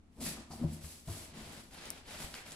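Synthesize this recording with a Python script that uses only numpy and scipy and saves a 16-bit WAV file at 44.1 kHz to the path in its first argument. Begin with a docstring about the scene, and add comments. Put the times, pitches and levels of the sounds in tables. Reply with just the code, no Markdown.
"""Cardboard flaps rub and bump down as a box is folded shut, then it is pushed over gritty concrete
in short scraping strokes; grit snaps underneath and the walls of a small stone room ring briefly.
Strokes are grainy noise that also sets the panels droning; bumps are decaying sines with a dull crush,
both passed through box resonances. Snaps are short noise bursts. Quiet room tone lies beneath."""
import sys
import numpy as np
from scipy import signal
from scipy.fft import rfft, irfft
from scipy.io import wavfile

SR = 44100
rng = np.random.default_rng(int(sys.argv[2]) if len(sys.argv) > 2 else 0)


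def to_wav(sig):
    """Store sig (one row per channel, or 1-D mono) as 16-bit WAV at the path in sys.argv[1].

    Samples outside -1..1 are clipped; the rate is SR.
    """
    pcm = np.clip(np.atleast_2d(sig), -1, 1) * 32767
    pcm = np.round(pcm).astype(np.int16)
    wavfile.write(sys.argv[1], SR, pcm.T)  # frames by channels


N = 112455

# resonances of the hollow box and its corner: pitch_hz, level_db, t60_s
BOX_TONES = [(82.7, 11, 0.42), (157, 2, 0.35), (223.1, -0.5, 1), (245.6, -4.5, 0.083), (345, -3, 0.63),
             (574, -19, 0.33), (645, 6, 0.083)]
JUDDER_HZ = 48.2  # upper corner of the random level flicker


def from_db(db):
    """Decibels to amplitude."""
    return 10 ** (np.asarray(db) / 20)


def rms_one(x):
    """Scale to rms 1."""
    return x / np.sqrt(np.mean(x ** 2) + 1e-20)


def at_hz(points, hz):
    """Read a table on a log-frequency axis."""
    point_hz, value = np.transpose(points)
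    return np.interp(np.log(np.maximum(hz, 1)), np.log(point_hz), value)


def bin_hz():
    """Frequencies of the N-point spectrum."""
    return np.arange(N // 2 + 1) * SR / N


def coloured(x, spectrum):
    """Filter by a spectrum table, then scale to rms 1."""
    gain = from_db(at_hz(spectrum, bin_hz()))
    return rms_one(irfft(rfft(x) * gain, N))


def butter(x, hz, kind):
    """Second-order-design Butterworth filter."""
    sos = signal.butter(2, hz, kind, fs=SR, output="sos")
    return signal.sosfilt(sos, x + 1e-18)


def drift(hz):
    """Low-passed noise of rms 1, settled for a second first."""
    return rms_one(butter(rng.standard_normal(N + SR), hz, "low")[SR:])


def since(start_s):
    """Seconds since a moment, zero before it."""
    return np.maximum(np.arange(N) / SR - start_s, 0)


def diffuse_noise():
    """White stereo noise whose left-right likeness is high in the bass and low in the treble."""
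    # left-right likeness of the room: freq_hz, correlation
    likeness = [(60, 0.9), (250, 0.87), (600, 0.4), (1200, -0.011), (4000, -0.074), (14000, 0.26)]
    mid, side = rfft(rng.standard_normal((2, N)))
    alike = np.clip(at_hz(likeness, bin_hz()), -.99, .99)
    common = np.sqrt((1 + alike) / 2) * mid
    opposed = np.sqrt((1 - alike) / 2) * side
    return irfft(common + opposed * [[1], [-1]], N)


def at_microphones(x):
    """Direct sound reaches the right microphone a little later."""
    right_lag_s = .00004
    delay = np.exp(-2j * np.pi * bin_hz() * right_lag_s)
    return np.array([x, irfft(rfft(x) * delay, N)])


def strokes():
    """Each stroke rises, swells or fades, and stops; returns the drive of rasp, hiss and panel drone."""
    # rubs of the flaps, then slides on the floor; levels are drives ahead of the mix gains:
    # start_s, length_s, attack_s, rasp_db, hiss_db, drone_db, swell_db (over the stroke)
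    stroke_rows = [(0.091, 0.075, .04, -75.5, -75, -78, 6), (0.155, 0.062, 0.042, -65, -62.5, -49, -2),
                   (0.199, 0.056, 0.0097, -49.5, -41.5, -50, 6),
                   (0.255, 0.039, 0.035, -48, -38.5, -42.5, -6), (0.303, 0.11, 0.008, -61, -88, -50, 6.5),
                   (0.488, 0.073, 0.027, -59, -54.5, -50, 0.5), (0.573, 0.061, 0.022, -58.5, -63.5, -44, 8),
                   (.66, 0.15, 0.025, -60.5, -63, -56.5, -10.5), (0.704, 0.022, 0.033, -71, -50.5, -63, 5),
                   (0.804, 0.059, 0.016, -58.5, -51.5, -83, 5),
                   (0.863, 0.19, 0.047, -64, -56.5, -80, -20.5), (1.05, 0.2, 0.048, -52, -49.5, -52.5, -8),
                   (1.268, 0.11, 0.012, -60, -94, -60.5, -2), (1.325, 0.26, 0.042, -52.5, -57, -54.5, 1),
                   (1.587, 0.15, 0.0076, -78, -66, -63.5, -1), (1.696, 0.17, 0.034, -50, -62.5, -61, 6.5),
                   (1.863, 0.12, 0.0088, -54.5, -64, -58.5, 1.5), (2.037, 0.13, 0.057, -46, -54.5, -57, 0),
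                   (2.176, 0.078, 0.031, -45, -46, -51, -7), (2.274, 0.066, 0.012, -58.5, -59, -58.5, 7),
                   (2.336, 0.075, 0.0043, -51.5, -59.5, -75, -3), (2.449, .11, 0.011, -52, -57, -61, -5)]
    release_s, judder_db = 0.014, 0.5  # release time constant, rms judder
    levels = np.zeros((3, N))
    for start_s, length_s, attack_s, rasp_db, hiss_db, drone_db, swell_db in stroke_rows:
        t = since(start_s)
        attack = np.minimum(t / attack_s, 1)
        release = np.exp(-since(start_s + length_s) / release_s)
        swell = from_db(swell_db * (np.minimum(t / length_s, 1) - .5))
        levels += from_db([[rasp_db], [hiss_db], [drone_db]]) * attack * release * swell
    return levels * from_db(judder_db * drift(JUDDER_HZ))


def friction(spectrum):
    """Thousands of tiny slips of uneven size over a smooth rub, coloured."""
    grains_per_s, grain_spread_db, smooth_share = 3500, 3, 0.25
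    spread = np.minimum(rng.exponential(1, N), 5)
    sizes = from_db(grain_spread_db * spread) * rng.choice([-1, 1], N)
    slips = rms_one(sizes * (rng.random(N) < grains_per_s / SR))
    return coloured(slips + smooth_share * rng.standard_normal(N), spectrum)


def lingering(level, t60_s):
    """Amplitude of reflections: drive energy smoothed by an exponential decay."""
    keep = from_db(-60 / (t60_s * SR)) ** 2
    return np.sqrt(signal.lfilter([1 - keep], [1, -keep], level ** 2 + 1e-18))


def scrape(level, spectrum):
    """Direct grainy friction; the moving contact blurs its reflections to a wash, treble dying first."""
    direct_db, diffuse_db, flicker_db = -7.5, -2.5, 1.0
    wash_t60_s, treble_t60_s, treble_hz = 0.51, 0.2, 8400
    flicker = from_db(flicker_db * drift(JUDDER_HZ))
    noise = coloured(diffuse_noise(), spectrum) * flicker
    dull = irfft(rfft(noise) / (1 + (bin_hz() / treble_hz) ** 4), N)
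    treble = noise - dull
    wash = lingering(level, wash_t60_s) * dull + lingering(level, treble_t60_s) * treble
    direct = at_microphones(level * friction(spectrum))
    return from_db(direct_db) * direct + from_db(diffuse_db) * wash


def panel_drone(level):
    """Friction drives the panels with bass-heavy noise."""
    # drone colour: freq_hz, relative_db_per_hz
    drone_colour = [(25, -8), (55, 7.5), (80, -9.5), (115, -2.5), (160, 1.5), (235, 3), (290, -3),
                    (340, -3), (450, -9.5), (700, -13), (1200, -19), (3000, -84)]
    drone_db = -3
    return from_db(drone_db) * level * friction(drone_colour)


def bumps():
    """A bumped panel swings as a decaying sine, with a dull crush of cardboard at the contact."""
    # bumps of flaps and panels, ahead of the box resonances: start_s, level_db, pitch_hz, t60_s
    bump_rows = [(.222, -46, 72, .08), (.226, -42, 235, .15), (.372, -47, 215, .1), (.518, -53, 70, .15),
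                 (.612, -33, 240, .1), (.6245, -35, 242, .14), (.636, -41, 560, .09),
                 (.6405, -27, 156, .08), (.644, -38, 75, .12), (.6475, -26.5, 160, .055),
                 (.649, -36, 340, .1), (.69, -45, 55, .07), (.7, -43, 215, .2), (.84, -43, 68, .18),
                 (.842, -45, 160, .1), (1.074, -38, 125, .07), (1.08, -49, 680, .1), (1.082, -40, 190, .06),
                 (1.087, -36, 65, .08), (1.096, -42, 350, .07), (1.1, -38, 100, .24), (1.2, -50, 110, .08),
                 (1.425, -46, 52, .18), (1.47, -47, 100, .1), (2.262, -44, 70, .05), (2.242, -38, 46, .07)]
    attack_s, crush_db, crush_hz = 0.001, -41, 684  # crush relative to the swing, before pitch scaling
    out = np.zeros(N)
    crush = from_db(crush_db) * rms_one(butter(rng.standard_normal(N), crush_hz, "low"))
    for start_s, level_db, pitch_hz, t60_s in bump_rows:
        t = since(start_s)
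        shape = (1 - np.exp(-t / attack_s)) * from_db(level_db - 60 * t / t60_s)
        swing = np.sin(2 * np.pi * pitch_hz * t)
        out += shape * (swing + crush * np.sqrt(pitch_hz / BOX_TONES[1][0]))
    return out


def hollow_box(x):
    """The box rings on at its own tones: two-pole resonators added to the input."""
    out = x.copy()
    for pitch_hz, level_db, t60_s in BOX_TONES:
        radius = from_db(-60 / (t60_s * SR))
        edge = (1 - radius * radius) / 2
        poles = [1, -2 * radius * np.cos(2 * np.pi * pitch_hz / SR), radius * radius]
        out += from_db(level_db) * signal.lfilter([edge, 0, -edge], poles, x + 1e-18)
    return out


def snaps():
    """Crunches and grit snaps are band-passed dying bursts; returns the sound and its room feed."""
    # start_s, level_db (nominal, before a gain of 2), low_hz, high_hz, decay_s (time constant), room_db
    snap_rows = [(0.263, -40.5, 1320, 4500, 0.012, 2), (0.368, -40, 540, 1230, .009, -3),
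                 (0.507, -39.5, 710, 1280, 0.013, 0), (0.51, -50.5, 3880, 5930, 0.0089, 4),
                 (0.535, -31.5, 555, 855, 0.0037, -4), (0.576, -43, 553, 950, 0.0042, -4),
                 (0.604, -42, 400, 696, .009, -2), (.82, -48, 955, 1620, 0.0035, 2),
                 (0.841, -49.5, 600, 1820, 0.016, -8), (1.082, -45, 565, 1390, 0.018, -4),
                 (1.735, -49, 4000, 11000, 0.00067, -4), (1.8555, -36, 1800, 10500, 0.00039, -14),
                 (1.904, -27, 5500, 14000, .0005, -24), (2.3417, -30.5, 1000, 4860, 0.00078, -8.5),
                 (2.3502, -36, 1100, 5500, .001, -9), (2.353, -45, 1450, 2830, 0.021, 0.5),
                 (2.509, -45.5, 3000, 9000, 0.00088, -14), (2.52, -39, 3530, 10000, 0.0007, -10),
                 (2.525, -36.5, 7470, 8700, 0.0023, -12)]
    out, to_room = np.zeros((2, N))
    for start_s, level_db, low_hz, high_hz, decay_s, room_db in snap_rows:
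        t = since(start_s)
        burst = rng.choice([-1, 1], N) * (t > 0) * np.exp(-t / decay_s)
        crack = from_db(level_db) * 2 * butter(burst, [low_hz, high_hz], "band")
        out += crack
        to_room += from_db(room_db) * crack
    return out, to_room


def stone_room(x):
    """Convolve with dense decaying noise in nine bands, each with its own decay and level."""
    # reverberation time: freq_hz, t60_s
    room_t60 = [(100, 0.26), (500, 1), (2000, 0.57), (6000, 0.15), (14000, 0.1)]
    # reverberation over the direct sound: freq_hz, level_db
    room_level = [(60, 8.5), (250, -7), (600, -8), (1500, 3), (5000, 1.5), (14000, 12)]
    build_up_s = 0.0085
    t, hz, noise = since(0), bin_hz(), rfft(diffuse_noise())
    centres_hz = np.geomspace(60, 15000, 9)
    tail = 0
    for centre_hz, pick in zip(centres_hz, np.eye(len(centres_hz))):
        weight = np.interp(np.log(hz + 1), np.log(centres_hz), pick)
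        band = irfft(noise * weight, N)
        decay = from_db(-60 * t / at_hz(room_t60, centre_hz)) * np.minimum(t / build_up_s, 1)
        unit_decay = decay / np.sqrt(np.sum(decay ** 2))
        tail = tail + band * unit_decay * from_db(at_hz(room_level, centre_hz))
    return signal.fftconvolve(x[None], tail[:, :SR], axes=1)[:, :N]  # tail kept for 1 s


def room_tone():
    """Steady, bass-heavy diffuse noise."""
    # room tone colour: freq_hz, relative_db_per_hz
    tone_colour = [(20, -4.5), (50, -2.5), (80, -0.5), (120, -9.5), (250, -7), (450, -21), (1000, -27),
                   (3000, -34.5), (6000, -40.5), (10000, -43.5), (16000, -70)]
    tone_db = -61.5
    return from_db(tone_db) * coloured(diffuse_noise(), tone_colour)


def scene():
    """Scrapes, bumps and grit in the room, over quiet room tone."""
    # friction colours: freq_hz, relative_db_per_hz
    rasp_colour = [(200, 0.5), (450, 3.5), (750, 3), (1100, 0.5), (2200, 1), (3300, -0.5), (4800, -2.5),
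                   (6500, -9), (10000, -12), (16000, -44)]
    # same columns
    hiss_colour = [(500, -78.5), (2000, -12.5), (4800, -2.5), (6600, -4.5), (7400, -6), (7900, 3),
                   (8800, -6), (10600, 1), (12000, -7.5), (14000, -12), (16000, -21.5)]
    diffuse_above_hz = 260  # box sound below this corner feeds the room less
    rasp, hiss, drone = strokes()
    scrapes = scrape(rasp, rasp_colour) + scrape(hiss, hiss_colour)
    box = hollow_box(panel_drone(drone) + bumps())
    grit, grit_to_room = snaps()
    room = stone_room(butter(box, diffuse_above_hz, "high") + grit_to_room)
    return scrapes + at_microphones(box + grit) + room + room_tone()


def record(dry):
    """The two microphones differ in colour; a steep low-pass cuts the top."""
    # left minus right, split evenly between them: freq_hz, difference_db
    balance = [(100, 2), (700, 1.7), (1500, .5), (3500, .3), (5800, 1), (7200, -12), (8300, 3), (14000, 7)]
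    cutoff_hz = 15650
    hz = np.arange(N + 1) * SR / (2 * N)  # zero-padded to 2N
    colour = from_db(at_hz(balance, hz) * [[.5], [-.5]])
    low_pass = 1 / np.sqrt(1 + (hz / cutoff_hz) ** 160)
    return irfft(rfft(dry, 2 * N) * colour * low_pass)[:, :N]


dry = scene()
out = record(dry)
to_wav(out)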